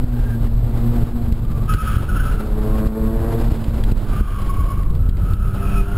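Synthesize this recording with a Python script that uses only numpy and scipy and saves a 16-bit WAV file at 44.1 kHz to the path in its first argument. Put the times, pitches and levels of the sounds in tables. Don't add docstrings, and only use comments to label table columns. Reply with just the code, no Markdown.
import sys
import numpy as np
from scipy import signal
from scipy.fft import rfft, irfft, next_fast_len
from scipy.io import wavfile
from scipy.ndimage import map_coordinates

SR = 44100
rng = np.random.default_rng(int(sys.argv[2]) if len(sys.argv) > 2 else 0)


def materialize(psi):
    bounded = np.clip(np.atleast_2d(psi).T, -1, 1)
    quanta = np.round(bounded * 32767).astype(np.int16)
    wavfile.write(sys.argv[1], SR, quanta)


N = 263277
TIME = np.arange(N) / SR


def from_db(db):
    return 10 ** (np.asarray(db) / 20)


def unit_rms(x):
    return x / np.sqrt(np.mean(x ** 2) + 1e-20)


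def curves(rows):
    seconds, *columns = np.transpose(rows)
    return [np.interp(TIME, seconds, column) for column in columns]


def envelope(start, attack, hold, release):
    return np.clip(np.minimum((TIME - start) / attack, 1 - (TIME - start - attack - hold) / release), 0, 1)


def butter(x, hz, kind, order=2):
    return signal.sosfilt(signal.butter(order, hz, kind, fs=SR, output="sos"), x)


def drift(rate_hz):
    pole = np.exp(-20 * np.pi * rate_hz / SR)
    slow = signal.lfilter([1], [1, -2 * pole, pole * pole], rng.standard_normal(N // 10 + 4002))[4000:]
    return np.interp(np.arange(N) / 10, np.arange(len(slow)), unit_rms(slow))


def noise(spectrum):
    hz, db = np.transpose(spectrum)
    size = next_fast_len(N)
    bin_hz = np.maximum(np.arange(size // 2 + 1) * SR / size, 1)
    roll_off = 1 / (1 + (hz[0] / bin_hz / 2) ** 4 + (bin_hz / hz[-1] / 2) ** 4)
    colour = from_db(np.interp(np.log(bin_hz), np.log(hz), db)) * roll_off
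    return unit_rms(irfft(rfft(rng.standard_normal(size)) * colour, size)[:N])


def phase_of(hz):
    return 2 * np.pi * np.cumsum(hz) / SR


def noise_band(phase, width_hz):
    return drift(width_hz) * np.cos(phase) + drift(width_hz) * np.sin(phase)


# press in seconds, lift in seconds, growl boost in dB when fully down.
THROTTLE_PRESSES = [(-.5, 0.02, 6), (0.467, 1.062, 13), (2.24, 3.28, 20), (5.314, 5.986, 16)]

def throttle(open_s=0.57, close_s=0.27, overrun_db=-47.5):
    growl_db = overrun_db
    for start, lift, boost_db in THROTTLE_PRESSES:
        pedal = envelope(start, open_s, lift - start - open_s, close_s)
        growl_db = growl_db + boost_db * np.sin(np.pi / 2 * pedal)
    return from_db(growl_db)


# time in seconds, firing rate in Hz.
REVS = [(0, 125), (.3, 115), (.6, 114.5), (.82, 117), (1.2, 117), (2.25, 100), (2.45, 106.5), (2.85, 108.4),
        (3.5, 115), (4, 104), (4.8, 95), (5.3, 94), (5.65, 99), (5.97, 100)]
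# time in seconds, level in dB.
DRONE_LEVELS = [(0, -31), (.15, -23), (.38, -20), (.62, -25), (.85, -21.5), (1.7, -26), (2.5, -32.5),
                (3.3, -25.5), (3.65, -29.5), (5.97, -25)]
# time in seconds, level in dB.
BOOM_LEVELS = [(0, -32), (.38, -27.5), (.6, -35), (.85, -22), (1.17, -19.5), (1.35, -31.5), (2.3, -38.5),
               (2.8, -22), (3.08, -20.5), (3.28, -34.5), (3.47, -26.5), (3.62, -29), (3.95, -28.5),
               (4.5, -38), (5.25, -40.5), (5.5, -29), (5.97, -30.5)]
# frequency in Hz, relative gain in dB.
EXHAUST_COLOUR = [(290, -13), (335, -0.5), (400, -3), (445, -0.5), (500, -33), (550, -6.5), (610, -18.5),
                  (690, -7), (765, -22), (875, -16.5), (980, -22), (1100, -15), (1250, -26), (1800, -31.5)]

def engine(wander=0.00436, flutter_db=3.0, burn_roughness=0.24, rasp_db=-15, order_count=17):
    firing_hz, = curves(REVS)
    drone_db, = curves(DRONE_LEVELS)
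    boom_db, = curves(BOOM_LEVELS)
    phase = phase_of(firing_hz * (1 + wander * drift(13.7)))
    orders = {}
    for k in range(1, order_count + 1):
        tone = np.sqrt(2) * np.sin(k * phase + rng.uniform(0, 2 * np.pi))
        orders[k] = tone * from_db(flutter_db * drift(11.8))
    hz, db = np.transpose(EXHAUST_COLOUR)
    growl = sum(orders[k] * np.interp(k * firing_hz, hz, from_db(db)) for k in orders if k > 2)
    growl = unit_rms(growl) * (1 + burn_roughness * drift(93))
    gas = butter(rng.standard_normal(N), [400, 1400], "band")
    rasp = unit_rms(gas * (1 + np.cos(phase)) ** 2)
    low_end = from_db(drone_db) * orders[1] + from_db(boom_db) * orders[2]
    return low_end + throttle() * (growl + from_db(rasp_db) * rasp)


# time in seconds, suspension shudder in dB, relative tyre roar in dB.
SURFACE_LEVELS = [(0, -45, -40.5), (.37, -25, -41.5), (.62, -28.5, -44.5), (.9, -29, -40.5),
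                  (1.04, -21.5, -36), (1.45, -22.5, -44.5), (2.25, -20.5, -41), (2.5, -27, -43.5),
                  (2.95, -25, -40), (3.6, -24.5, -37.5), (4.2, -24.5, -43.5), (4.65, -26, -43),
                  (4.92, -20.5, -53.5), (5.3, -21.5, -46), (5.8, -24, -45.5)]
# frequency in Hz, relative density in dB.
SHELL_RUMBLE = [(12, -3.5), (26, -7), (40, 2.5), (58, -14.5), (80, -16.5), (130, -36), (250, -40)]
SUSPENSION_SHUDDER = [(40, -18.5), (62, 5.5), (95, -1.5), (140, -0.5), (190, -12), (300, -19.5), (600, -36)]
TREAD_ROAR = [(120, -42), (220, 9.5), (330, 5), (500, 1.5), (750, -6), (1100, -8), (1500, -10.5),
              (2100, -23), (4000, -54)]
AIR_RUSH = [(800, 14), (1500, -1.5), (2100, 2.5), (2800, 2), (4000, 0.5), (5000, -2), (6000, -6)]

def road(rumble_db=-16.5, roar_boost_db=6.0, grain_db=2.5, rush_db=-46.5, rush_follow=0.93, side_db=-12):
    shudder_db, roar_db = curves(SURFACE_LEVELS)
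    grain = from_db(grain_db * drift(14.5))
    rumble = from_db(rumble_db) * noise(SHELL_RUMBLE)
    shudder = from_db(shudder_db) * noise(SUSPENSION_SHUDDER)
    side = from_db(side_db) * noise(AIR_RUSH)
    air = noise(AIR_RUSH) + np.array([side, -side])
    rush = from_db(rush_db + rush_follow * (roar_db - roar_db.mean())) * air
    roar = from_db(roar_db + roar_boost_db) * noise(TREAD_ROAR)
    return rumble + shudder + grain * (roar + rush)


# start in seconds, relative level in dB, left minus right in dB.
TRACK_BUMPS = [(.04, 0, 0), (1.033, 3, 0), (1.322, -1, 0), (1.746, -1.5, 0), (1.967, 0, 0), (2.867, -4, 0),
               (3.52, 2.5, 2), (3.682, .5, 0), (3.92, 1, 5), (4.209, 2, 0), (4.606, -1.5, 1.5),
               (5.088, -1.5, 0), (5.333, -2, 0), (5.812, -2, 0)]

def bumps(body_hz=56, decay_s=0.0047, gain_db=4.5, soften_hz=260):
    out = np.zeros((2, N))
    for start, db, pan_db in TRACK_BUMPS:
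        age = np.maximum(TIME - start, 0)
        decay = np.exp(-np.minimum(age / decay_s, 20))
        bounce = rng.choice([-1, 1]) * np.sin(2 * np.pi * body_hz * age) * decay
        out += np.outer(from_db([db + pan_db / 2, db - pan_db / 2]), bounce)
    return from_db(gain_db) * butter(out, soften_hz, "low")


def stick_slip(hz, octave_db=-22.5):
    phase = phase_of(hz)
    return np.sqrt(2) * (np.sin(phase) + from_db(octave_db) * np.sin(2 * phase))


# frequency in Hz, relative density in dB.
GRIT_COLOUR = [(850, -22), (1200, 3.5), (1550, 7), (1900, -10.5), (2300, -8), (3100, -2.5), (3800, -14.5)]
# start, swell, hold and fade in seconds, first and last pitch in Hz,
# relative level in dB, share of grit in dB.
TYRE_SLIDES = [(0.082, 0.122, .11, 0.062, 1550, 1620, -49, -14),
               (1.294, 0.24, 0.13, .04, 1190, 1150, -48, -23),
               (1.673, 0.021, 0.3, 0.13, 1275, 1290, -35, -6),
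               (1.802, 0.033, 0.046, .12, 1470, 1460, -39, -7.5),
               (2.058, 0.057, 0.18, 0.23, 1288, 1340, -36, -19),
               (2.082, 0.1, 0.14, 0.053, 1460, 1510, -40.5, -6),
               (4.03, 0.12, 0.093, 0.23, 1190, 1200, -38, -7),
               (4.232, 0.056, 0.42, .3, 1096, 1105, -38.5, -13),
               (4.92, 0.13, 0.18, 0.093, 1302, 1290, -47, -11),
               (5.206, 0.12, 0.484, 0.023, 1274, 1295, -39, -12.5),
               (5.544, 0.23, 0.042, 0.052, 2586, 2470, -41.5, -7.5),
               (5.805, 0.052, 0.2, 0.079, 1338, 1410, -36.5, -8.5)]

def slides(jitter=0.01693, stutter_db=4.0, sing_db=-3.5, scrub_db=-5.5, overtone_db=-16.5, gain_db=3.5):
    out, grit = 0, noise(GRIT_COLOUR)
    for start, swell, hold, fade, first_hz, last_hz, db, grit_db in TYRE_SLIDES:
        hz = np.interp(TIME, [start, start + swell + hold + fade], [first_hz, last_hz])
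        tone = stick_slip(hz * (1 + jitter * drift(70.5)))
        song = unit_rms(tone * from_db(stutter_db * drift(44)))
        phase = phase_of(1.02 * hz)
        width_hz = 0.095 * first_hz
        scrub = noise_band(phase, width_hz) + from_db(overtone_db) * noise_band(2 * phase, 2 * width_hz)
        tyre = from_db(sing_db) * song + from_db(scrub_db) * scrub + from_db(grit_db) * grit
        out = out + envelope(start, swell, hold, fade) * from_db(db + gain_db) * tyre
    return butter(out, 950, "high", order=6)


# start in seconds, length in seconds, centre pitch in Hz, level in dB.
TYRE_CHIRPS = [(0.303, 0.066, 1603, -42), (1.688, 0.049, 1286, -25), (1.734, 0.03, 1470, -31),
               (1.779, 0.056, 1280, -23.5), (1.868, 0.049, 1282, -25), (2.085, .031, 1453, -28.5),
               (2.161, 0.018, 1357, -20), (2.194, 0.029, 1485, -27.5), (2.245, 0.051, 1285, -32),
               (4.49, 0.032, 1110, -28), (4.585, 0.037, 1117, -30), (4.698, 0.038, 1110, -30.5),
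               (5.624, 0.053, 1280, -35), (5.751, 0.069, 1280, -29.5), (5.761, 0.062, 2490, -39)]

def chirps(jitter=0.012, sag_hz_per_s=800, attack_s=0.0079, release_s=0.017):
    out, waver = np.zeros(N), 1 + jitter * drift(60)
    for start, length, hz, db in TYRE_CHIRPS:
        span = np.flatnonzero((TIME >= start) & (TIME < start + length))
        age = TIME[span] - start
        shape = np.clip(np.minimum(age / attack_s, (length - age) / release_s), 0, 1)
        glide_hz = (hz - sag_hz_per_s * (age - length / 2)) * waver[span]
        out[span] += from_db(db) * shape * stick_slip(glide_hz)
    return out


# start in seconds, strength of the hit in dB.
TRIM_TICKS = [(1.324, -52), (1.449, -61), (1.737, -47), (2.872, -51), (3.641, -52.5), (3.837, -49),
              (3.915, -54.5), (4.417, -56.5), (4.832, -61.5), (4.903, -63), (4.951, -64), (5.092, -51.5),
              (5.169, -59), (5.335, -52)]
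# pitch in Hz, relative gain in dB, seconds to die away by 60 dB.
TRIM_MODES = [(1960, 5, 0.0068), (2620, 4, 0.0044), (3210, 0.5, 0.011), (3900, 3, 0.0045),
              (4100, 10, 0.0026), (4840, -2, 0.012)]

def trim_rattle(chatter_s=0.0053, gain_db=-4.0):
    force, out = 0, 0
    for start, db in TRIM_TICKS:
        decay = np.exp(-np.clip((TIME - start) / chatter_s, 0, 20))
        force = force + from_db(db) * (TIME >= start) * decay
    for hz, db, ring_s in TRIM_MODES:
        pole, angle = from_db(-60 / (ring_s * SR)), 2 * np.pi * hz / SR
        chatter = force * rng.standard_normal(N) + 1e-18
        ring = signal.lfilter([0, np.sin(angle)], [1, -2 * pole * np.cos(angle), pole * pole], chatter)
        out = out + from_db(db) * ring
    return from_db(gain_db) * out


def scene():
    return engine() + road() + slides() + chirps() + bumps() + trim_rattle()


def limiter(x, threshold_db=-7.5, release_db_per_s=33.5, attack_s=0.001):
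    over_db = np.maximum(20 * np.log10(np.abs(x) + 1e-9) - threshold_db, 0)
    recovery_db = release_db_per_s * TIME
    duck_db = np.maximum.accumulate(over_db + recovery_db, axis=1) - recovery_db
    pole = np.exp(-1 / (attack_s * SR))
    return x * from_db(-signal.lfilter([1 - pole], [1, -pole], duck_db))


def record(dry, band_hz=5400, hold_rate_hz=12000, cutoff_hz=15700):
    dulled = butter(limiter(dry), band_hz, "low", order=10)
    held_time = np.floor(TIME * hold_rate_hz) / hold_rate_hz
    stepped = [map_coordinates(channel, [held_time * SR], order=3, mode="nearest") for channel in dulled]
    return signal.sosfilt(signal.ellip(14, .1, 90, cutoff_hz, fs=SR, output="sos"), np.array(stepped))


dry = scene()
out = record(dry)
materialize(out)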